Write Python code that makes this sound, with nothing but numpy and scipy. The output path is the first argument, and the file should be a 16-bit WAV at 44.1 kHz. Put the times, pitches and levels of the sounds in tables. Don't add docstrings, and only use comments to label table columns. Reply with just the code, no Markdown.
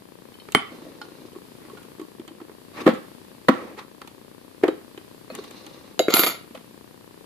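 import sys
import numpy as np
from scipy import signal
from scipy.fft import rfft, irfft, next_fast_len
from scipy.io import wavfile
from scipy.ndimage import map_coordinates

SR = 44100
rng = np.random.default_rng(int(sys.argv[2]) if len(sys.argv) > 2 else 0)


def file_out(sig):
    cols = np.atleast_2d(sig).T
    lim = np.clip(cols, -1, 1)
    pcm = np.round(lim * 32767).astype(np.int16)
    wavfile.write(sys.argv[1], SR, pcm)


N = 319936

# (time [s], wood level [dB], wood centre [Hz], snap level [dB],
# hardness [dB], contact decay scale [s])
KNOCKS = [(.487, -37.5, 366, -26, -11, 0.011), (.521, -43, 256, -39, 9, 0.036),
          (0.5484, -12.5, 381, -2, -3, .012), (.5555, -29, 314, -13.5, -8, 0.01),
          (0.563, -20.5, 250, -37, -5, .017), (.822, -36, 298, -46, -6, .03),
          (.864, -33, 545, -58, -4, .03), (1.014, -47, 310, -37.5, 0.5, .044),
          (1.199, -39, 270, -56, -13, .025), (1.251, -36.5, 317, -65, 2, .03),
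          (1.329, -39.5, 412, -56, 7, 0.033), (1.359, -29.5, 363, -49, -2, .053),
          (1.649, -37.5, 325, -46, -10, .03), (1.697, -39, 378, -45, 0, .03),
          (1.733, -32, 394, -65, 10.5, .03), (1.771, -40, 370, -44.5, 0.5, .065),
          (1.829, -53, 215, -51.5, 6.5, .04), (1.995, -27, 338, -41, -0.5, .054),
          (2.014, -26.5, 322, -54, 9.5, .03), (2.196, -27, 302, -41.5, 0, 0.027),
          (2.277, -41, 313, -39, 2.5, .048), (2.309, -36, 303, -71, 2, .025),
          (2.4, -42, 330, -39, -18, 0.04), (2.414, -30, 318, -49, 1, .026),
          (2.494, -35.5, 434, -37, -17, 0.022), (2.818, -27, 325, -42, -6, .03),
          (2.859, -26, 300, -23.5, -9, 0.057), (2.865, -1, 270, -11.5, -11, .029),
          (2.875, -3, 494, -11, -8.5, 0.03), (2.887, -9.5, 212, -22.5, -6, 0.099),
          (2.933, -21, 229, -39.5, 0, 0.21), (3.484, -5.5, 510, -3.5, -11, 0.035),
          (3.491, -3, 261, -19, -8, 0.008), (3.775, -37.5, 380, -37, -4, 0.14),
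          (4.016, -40.5, 470, -31.5, -1.5, 0.029), (4.074, -47, 374, -39, 4.5, 0.035),
          (4.628, -32, 377, -34, -8, .04), (4.635, -4, 366, -16, -10, 0.028),
          (4.639, -14.5, 620, -21.5, -15, 0.022), (4.649, -15, 388, -32, -13, 0.13),
          (4.680, -16, 503, -23, -3.5, 0.025), (4.684, -9, 350, -31, -10, .03),
          (4.728, -31, 325, -49, -6, .023), (4.976, -32.5, 340, -36.5, -1, 0.03),
          (5.3006, -28.5, 524, -34, -11, .018), (5.319, -35, 239, -55, 2, .025),
          (5.35, -48, 242, -42.5, 10.5, .043), (5.379, -32, 298, -53, -5, .03),
          (5.387, -27.5, 400, -32.5, -9, 0.013), (5.439, -45, 275, -44.5, 6, .041),
          (5.509, -54, 229, -47.5, 7.5, 0.042), (5.664, -42, 277, -39, 4, 0.034),
          (6.504, -35, 260, -53, 1, 0.044), (6.548, -32, 552, -36.5, -0.5, 0.057),
          (6.574, -36.5, 226, -42, 0.5, 0.027)]
# (time [s], ring level [dB], centre [Hz], span excited [octaves], share of free ring time [1])
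CLINKS = [(0.341, -40.5, 3470, 0.43, .3), (0.399, -36, 3500, 0.39, 0.41), (.549, -1, 1890, 0.25, 0.14),
          (.550, -13, 3080, .1, 0.39), (.549, -21, 9300, 0.12, 0.96), (1.015, -33, 1427, 0.13, 0.83),
          (1.015, -39.5, 845, .1, 1), (1.016, -29.5, 4430, 0.47, 0.33), (1.359, -43, 1100, .15, 0.73),
          (1.699, -38, 1100, .15, 0.59), (1.772, -41, 1427, 0.13, 0.9), (2.015, -41.5, 1100, .15, 0.98),
          (2.278, -44, 3000, 0.15, .4), (4.681, -41.5, 3851, .06, 0.35), (4.975, -41, 2770, .15, .2),
          (5.301, -43.5, 2560, 0.05, 0.65), (5.301, -40, 4300, .08, 0.49), (5.387, -35, 1100, 0.15, 0.44),
          (5.388, -38, 4200, 0.15, 0.3), (5.993, -28, 3851, .04, 0.91)]
# (time [s], wood level [dB], wood centre [Hz], flex level [dB],
# clang level [dB], edge ring level [dB])
DROPS = [(5.9925, -8, 644, -13, -5.5, -27.5), (6.002, -8.5, 492, -24, -41, -55),
         (6.083, -5.5, 353, -12.5, -22, -38), (6.101, -14.5, 427, -31, -31, -29),
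         (6.139, -10.5, 285, -9.5, 0.5, -8.5), (6.166, -38, 293, -11, -22, -16.5),
         (6.193, -14, 263, -12.5, -7.5, -10), (6.235, -21, 410, -9.5, -11, -24),
         (6.264, -26, 410, -24, -12, -17)]
# (time [s], length [s], rumble level [dB],
# rasp level [dB], scrape level [dB], change of level along the stroke [dB])
RUBS = [(0.727, 0.291, -43.5, -55, -57, -7), (1.04, .24, -50.5, -60, -59.5, -2),
        (1.614, .34, -51.5, -56.5, -78, -8.5), (2.2, .36, -56.5, -80, -98, -2),
        (2.753, 0.053, -47, -46.5, -58, 6.5), (2.784, 0.1, -40, -41.5, -56, -3),
        (3.541, 0.2, -35.5, -42.5, -60, -10.5), (3.79, 0.048, -45, -39.5, -51.5, -15),
        (5.316, 0.068, -45.5, -50.5, -53.5, 2.5), (5.419, .5, -48.5, -54, -52.5, -4.5)]

# (frequency [Hz], relative level [dB], free t60 [s])
WOOD_MODES = [(195, -10, 0.05), (232, 7.5, 0.038), (257, -8, 0.064), (276, -4.5, 0.1), (321, 7.5, 0.069),
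              (371, -3.5, 0.1), (417, 9.5, 0.062), (515, 6.5, 0.095), (610, 7, 0.051), (650.6, 1, 0.15),
              (703, 7, 0.08)]
# (frequency [Hz], relative level [dB], free t60 [s])
PLIERS_MODES = [(845, -2, .08), (1100, -2, .1), (1427, -2, .11), (1950, -6, .08), (2083, 0, .11),
                (2191, -4, .25), (2350, -5, .12), (2530, -3, .2), (3079, 0, .22), (3851, -14, .35),
                (4300, -4, .15), (5200, -4, .08), (8600, -4, .1), (8900, -2, .1), (9205, 0, .14),
                (9450, -2, .1), (9771, -2, .14), (10100, -3, .1)]
# (frequency [Hz], relative level [dB], free t60 [s])
FLEX_MODES = [(1050, -8, .04), (1250, -8, .04), (1390, 0, .06), (1480, -5, .04), (1700, -7, .03),
              (1900, -6, .04), (2128, 0, .06), (2257, -2, .05), (2500, -5, .04), (2650, -7, .03)]
# (frequency [Hz], relative level [dB], free t60 [s])
CLANG_MODES = [(2821, -4, .05), (3025, -5, .05), (3300, -6, .04), (3537, -4, .05), (3851, -13, .2),
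               (4120, -7, .05), (4500, 0, .04), (4800, -5, .03), (5400, -14, .03), (6200, -12, .03),
               (6600, -8, .04), (6934, -6, .06), (7549, -18, .15)]
# (frequency [Hz], relative level [dB], free t60 [s])
EDGE_MODES = [(8150, -20, .12), (9000, -15, .15), (9905, -14, .13), (10409, -9, .16), (10821, -7, .12),
              (11097, -11, .3), (11505, 0, .15), (12233, 0, .12), (12870, -5, .1), (13652, -10, .14),
              (14041, -12, .14), (14520, -8, .15)]

# (frequency [Hz], width [Hz], relative level [dB])
RAIL_PEAKS = [(811, 121, -0.5), (1105, 103, 0.5), (1310, 158, 1), (1493, 480, -4), (1960, 420, -5)]
# (frequency [Hz], relative density [dB per Hz])
CRACK_SPECTRUM = [(1500, -38.5), (2100, -7), (3100, -2.5), (4500, -9.5), (6000, -28)]
# (frequency [Hz], relative density [dB per Hz])
SPRAY_SPECTRUM = [(4500, -30), (6500, 2.5), (9000, -3), (14000, -5.5), (15400, -32)]
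# (frequency [Hz], width [Hz], relative level [dB])
SCRAPE_PEAKS = [(2360, 240, -25), (2850, 79, 6.5), (3380, 120, -1.5), (3890, 880, 7.5), (4500, 47, 8.5),
                (4840, 33, 1), (6560, 480, -3.5), (8400, 36, -2.5)]
# (frequency [Hz], width [Hz], relative level [dB])
RUMBLE_PEAKS = [(261, 139, 3.5), (331, 76, 8.5), (514, 107, 1)]

# (frequency [Hz], left minus right [dB])
PORT_BALANCE = [(60, 20), (110, -4), (200, 0), (380, 2), (700, 0), (1280, -6), (2370, 3.5), (4370, -2.5),
                (8060, -5), (14900, -3)]
# (frequency [Hz], t60 [s])
SHOP_DECAY = [(150, 0.26), (700, 0.36), (2000, 0.4), (5000, 0.35), (12000, 0.091)]
# (frequency [Hz], left relative density [dB per Hz],
# right relative density [dB per Hz])
HISS_SPECTRUM = [(25, -31.5, -17), (49, -16.5, -20.5), (116, -4, -6), (240, -0.5, -4.5), (538, -7, -12.5),
                 (965, -18, -16.5), (2150, -20, -20.5), (4650, -19.5, -21.5), (6100, -33, -25),
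                 (7950, -29, -24), (10120, -20, -27), (11500, -23, -26.5), (14300, -23, -28),
                 (14500, -36, -57)]

PUSH_DB, PUSH_S = -10.5, 0.0014
TOUCH_S = 0.028
ROCK_S, SLAP_S, LOSE_S, REST_S = 6.09, 6.14, 6.24, 6.4
GROW_DB, DIE_DB, DIE_POWER = 13.5, 35, 1.83
EDGE_DB, EDGE_SAG_DB_PER_S = -20, 61.5
LANDING_DB, LANDING_S = 6, 0.0043
TICK_RATE, TICK_START, TICK_WIDTH_S = 30.047, .0209, .00142
TOP_HZ = 15470


def knocks():
    out, t = np.zeros((2, N + SR)), np.arange(SR // 5) / SR
    push = np.tile(t / PUSH_S * np.exp(1 - t / PUSH_S), (2, 1))
    snap = unit(filtered(pair(1037), bank(RAIL_PEAKS)))
    crack = unit(filtered(pair(1680), spectrum(CRACK_SPECTRUM)))
    spray = unit(filtered(pair(2500), spectrum(SPRAY_SPECTRUM)))
    for s, wood_db, centre, snap_db, hard_db, decay_s in KNOCKS:
        now = slice(round(s * SR), round(s * SR) + len(t))
        rise = 1 - np.exp(-t / (0.059 * decay_s))
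        layers = [(snap, snap_db, 1.29),
                  (crack, snap_db + hard_db + 0.5, 0.83),
                  (spray, snap_db + 2 * hard_db, 0.32)]
        add(out, s, amp(wood_db) * ring(WOOD_MODES, 0.00416, 1.0, centre, octaves=0.26, free=0.64))
        add(out, s, amp(snap_db + PUSH_DB) * push)
        for noise, db, stretch in layers:
            fade = amp(-60 * t / (stretch * decay_s))
            add(out, s, amp(db) * fade * rise * noise[:, now])
    return out[:, :N]


def clinks():
    out = np.zeros((2, N + SR))
    for s, db, centre, octaves, free in CLINKS:
        add(out, s, amp(db) * ring(PLIERS_MODES, .0005, .5, centre, octaves, free))
    return out[:, :N]


def plate():
    out = np.zeros((2, N + SR))
    for s, wood_db, centre, flex_db, clang_db, edge_db in DROPS:
        add(out, s, amp(wood_db) * ring(WOOD_MODES, 0.0019, 0.99, centre, 0.52, 0.71))
        add(out, s, amp(flex_db) * ring(FLEX_MODES, 0.00094, 1.8, free=0.98))
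        add(out, s, amp(clang_db) * ring(CLANG_MODES, 0.000332, 1.6, free=0.56))
        add(out, s, amp(edge_db) * ring(EDGE_MODES, 0.00044, 0.22))
    return out[:, :N]


def rocking():
    out, t = np.zeros((2, N + SR)), np.arange(ROCK_S, REST_S, 1 / SR)
    growing = np.clip((SLAP_S - t) / (SLAP_S - ROCK_S), 0, 1)
    dying = np.clip((t - LOSE_S) / (REST_S - LOSE_S), 0, 1)
    loss_db = GROW_DB * growing + DIE_DB * dying ** DIE_POWER

    hits = rng.random(len(t)) < 3000 / SR
    hail = hits * rng.standard_normal(len(t)) * amp(2 * rng.standard_normal(len(t)))
    landings = sum(np.exp(-((t - row[0] - LANDING_S) / LANDING_S) ** 2) for row in DROPS)
    hail *= amp(wobble(72.5)[:len(t)] + LANDING_DB * landings)
    hail = unit(hail)

    edge_feed = (t > SLAP_S) * amp(EDGE_DB - EDGE_SAG_DB_PER_S * (t - SLAP_S))
    bodies = [(WOOD_MODES, amp(-29.5), 0.26), (FLEX_MODES, amp(-28), 0.38),
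              (CLANG_MODES, amp(-26.5), 0.45), (EDGE_MODES, edge_feed, 0.93)]
    for modes, feed, free in bodies:
        body = ring(modes, 0.000399, 2.4, free=free)
        body = body / np.linalg.norm(body[0])
        drive = hail * feed * amp(-loss_db)
        add(out, ROCK_S, signal.fftconvolve(drive[None], body, axes=1))
    return out[:, :N]


def rubs():
    t, out = np.arange(N) / SR, np.zeros((2, N))
    rasp_peaks = RAIL_PEAKS + [(1133, 22, 2.0), (2320, 530, -9)]
    rumble = unit(filtered(amp(1.5 * wobble(45)) * pair(860), bank(RUMBLE_PEAKS)))
    rasp = unit(filtered(amp(1.9 * wobble(83)) * pair(750), bank(rasp_peaks)))
    scrape = unit(filtered(amp(3.2 * wobble(87)) * pair(2700), bank(SCRAPE_PEAKS)))
    for s, length, rumble_db, rasp_db, scrape_db, change_db in RUBS:
        gate = np.interp(t, [s - TOUCH_S, s, s + length, s + length + TOUCH_S], [0, 1, 1, 0])
        pressure = amp(change_db * np.clip((t - s) / length, 0, 1))
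        drag = amp(rumble_db) * rumble + amp(rasp_db) * rasp + amp(scrape_db) * scrape
        out += gate * pressure * drag
    return out


def shop(x):
    hz, t, z = signal.stft(rng.standard_normal((2, SR // 2)), SR, nperseg=256)
    decay = amp(-60 * t / along(SHOP_DECAY, hz).T)
    tail = signal.istft(z * decay, SR, nperseg=256)[1]
    late = np.pad(x, ((0, 0), (200, 0)))
    return signal.fftconvolve(late, tail / np.linalg.norm(tail[0]), axes=1)[:, :N]


def hiss():
    noise = unit(filtered(pair(150), spectrum(HISS_SPECTRUM)))
    return amp(-49.5 + wobble(2.146)) * noise


def tick():
    t = np.arange(N) / SR - TICK_START
    high = t * TICK_RATE % 1 < TICK_WIDTH_S * TICK_RATE
    pulse = high * amp(.8 * wobble(25))
    edges = signal.sosfilt(signal.butter(3, 260, "high", fs=SR, output="sos"), pulse)
    soft = signal.sosfilt(signal.butter(2, 1500, "low", fs=SR, output="sos"), edges)
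    return amp(-28.5) * soft * np.array([[1], [-.05]])


def ring(modes, attack, early, centre=1000, octaves=9, free=1):
    hz, db, t60 = np.transpose(modes)[..., None]
    t60 = free * t60
    t = np.arange(int(SR * t60.max())) / SR
    level_luck, port_luck, phase_luck = rng.standard_normal((3, len(modes), 1))
    db = db + 2 * level_luck - 6 * (np.log2(hz / centre) / octaves) ** 2
    turn = np.clip(hz / 1800, 0, 1.4) ** 2 * port_luck
    phase = 2 * np.pi * hz * (t - attack) + 0.98 * phase_luck
    fade = amp(-60 * t / t60) + early * amp(-60 * t / (0.19 * t60))
    waves = np.sin([phase + turn / 2, phase - turn / 2])
    out = (amp(db) * fade * waves).sum(1) * (1 - np.exp(-t / attack))
    return out / np.abs(out).max()


def bank(peaks):
    def response(f):
        total = 0
        for k, (centre, width, db) in enumerate(peaks):
            damping = 1j * f * width
            total = total + (-1) ** k * amp(db) * damping / (centre ** 2 - f ** 2 + damping)
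        return total
    return response


def spectrum(points):
    return lambda hz: amp(along(points, hz))


def pair(mono_hz):
    def mid_side(hz):
        turn = np.arccos(1 / (1 + (hz / mono_hz) ** 2)) / 2
        return np.array([np.cos(turn), np.sin(turn)])
    mid, side = filtered(rng.standard_normal((2, N)), mid_side)
    return np.array([mid + side, mid - side])


def filtered(x, response):
    m = next_fast_len(N + SR // 2)
    return irfft(rfft(x, m) * response(np.fft.rfftfreq(m, 1 / SR)), m)[..., :N]


def wobble(rate):
    return map_coordinates(rng.standard_normal(int(N * rate / SR) + 4), [np.arange(N) * rate / SR])


def along(points, hz):
    f, *cols = np.transpose(points)
    return np.array([np.interp(np.log(hz + 1), np.log(f + 1), c) for c in cols])


def amp(db):
    return 10 ** (np.asarray(db) / 20)


def unit(x):
    return x / np.sqrt(np.mean(x ** 2) + 1e-20)


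def add(track, s, sound):
    track[:, round(s * SR):][:, :sound.shape[1]] += sound


def scene():
    blows = knocks() + clinks() + plate() + rocking()
    near = signal.sosfilt(signal.butter(3, 140, "highpass", fs=SR, output="sos"), blows)
    near = filtered(near, lambda hz: amp(along(PORT_BALANCE, hz) * [[.5], [-.5]]))
    return near + amp(-13.0) * shop(near) + rubs() + hiss() + tick()


def record(dry):
    clipped = dry / (1 + np.abs(dry) ** 6) ** (1 / 6)
    return filtered(clipped, lambda hz: hz < TOP_HZ)


dry = scene()
out = record(dry)
file_out(out)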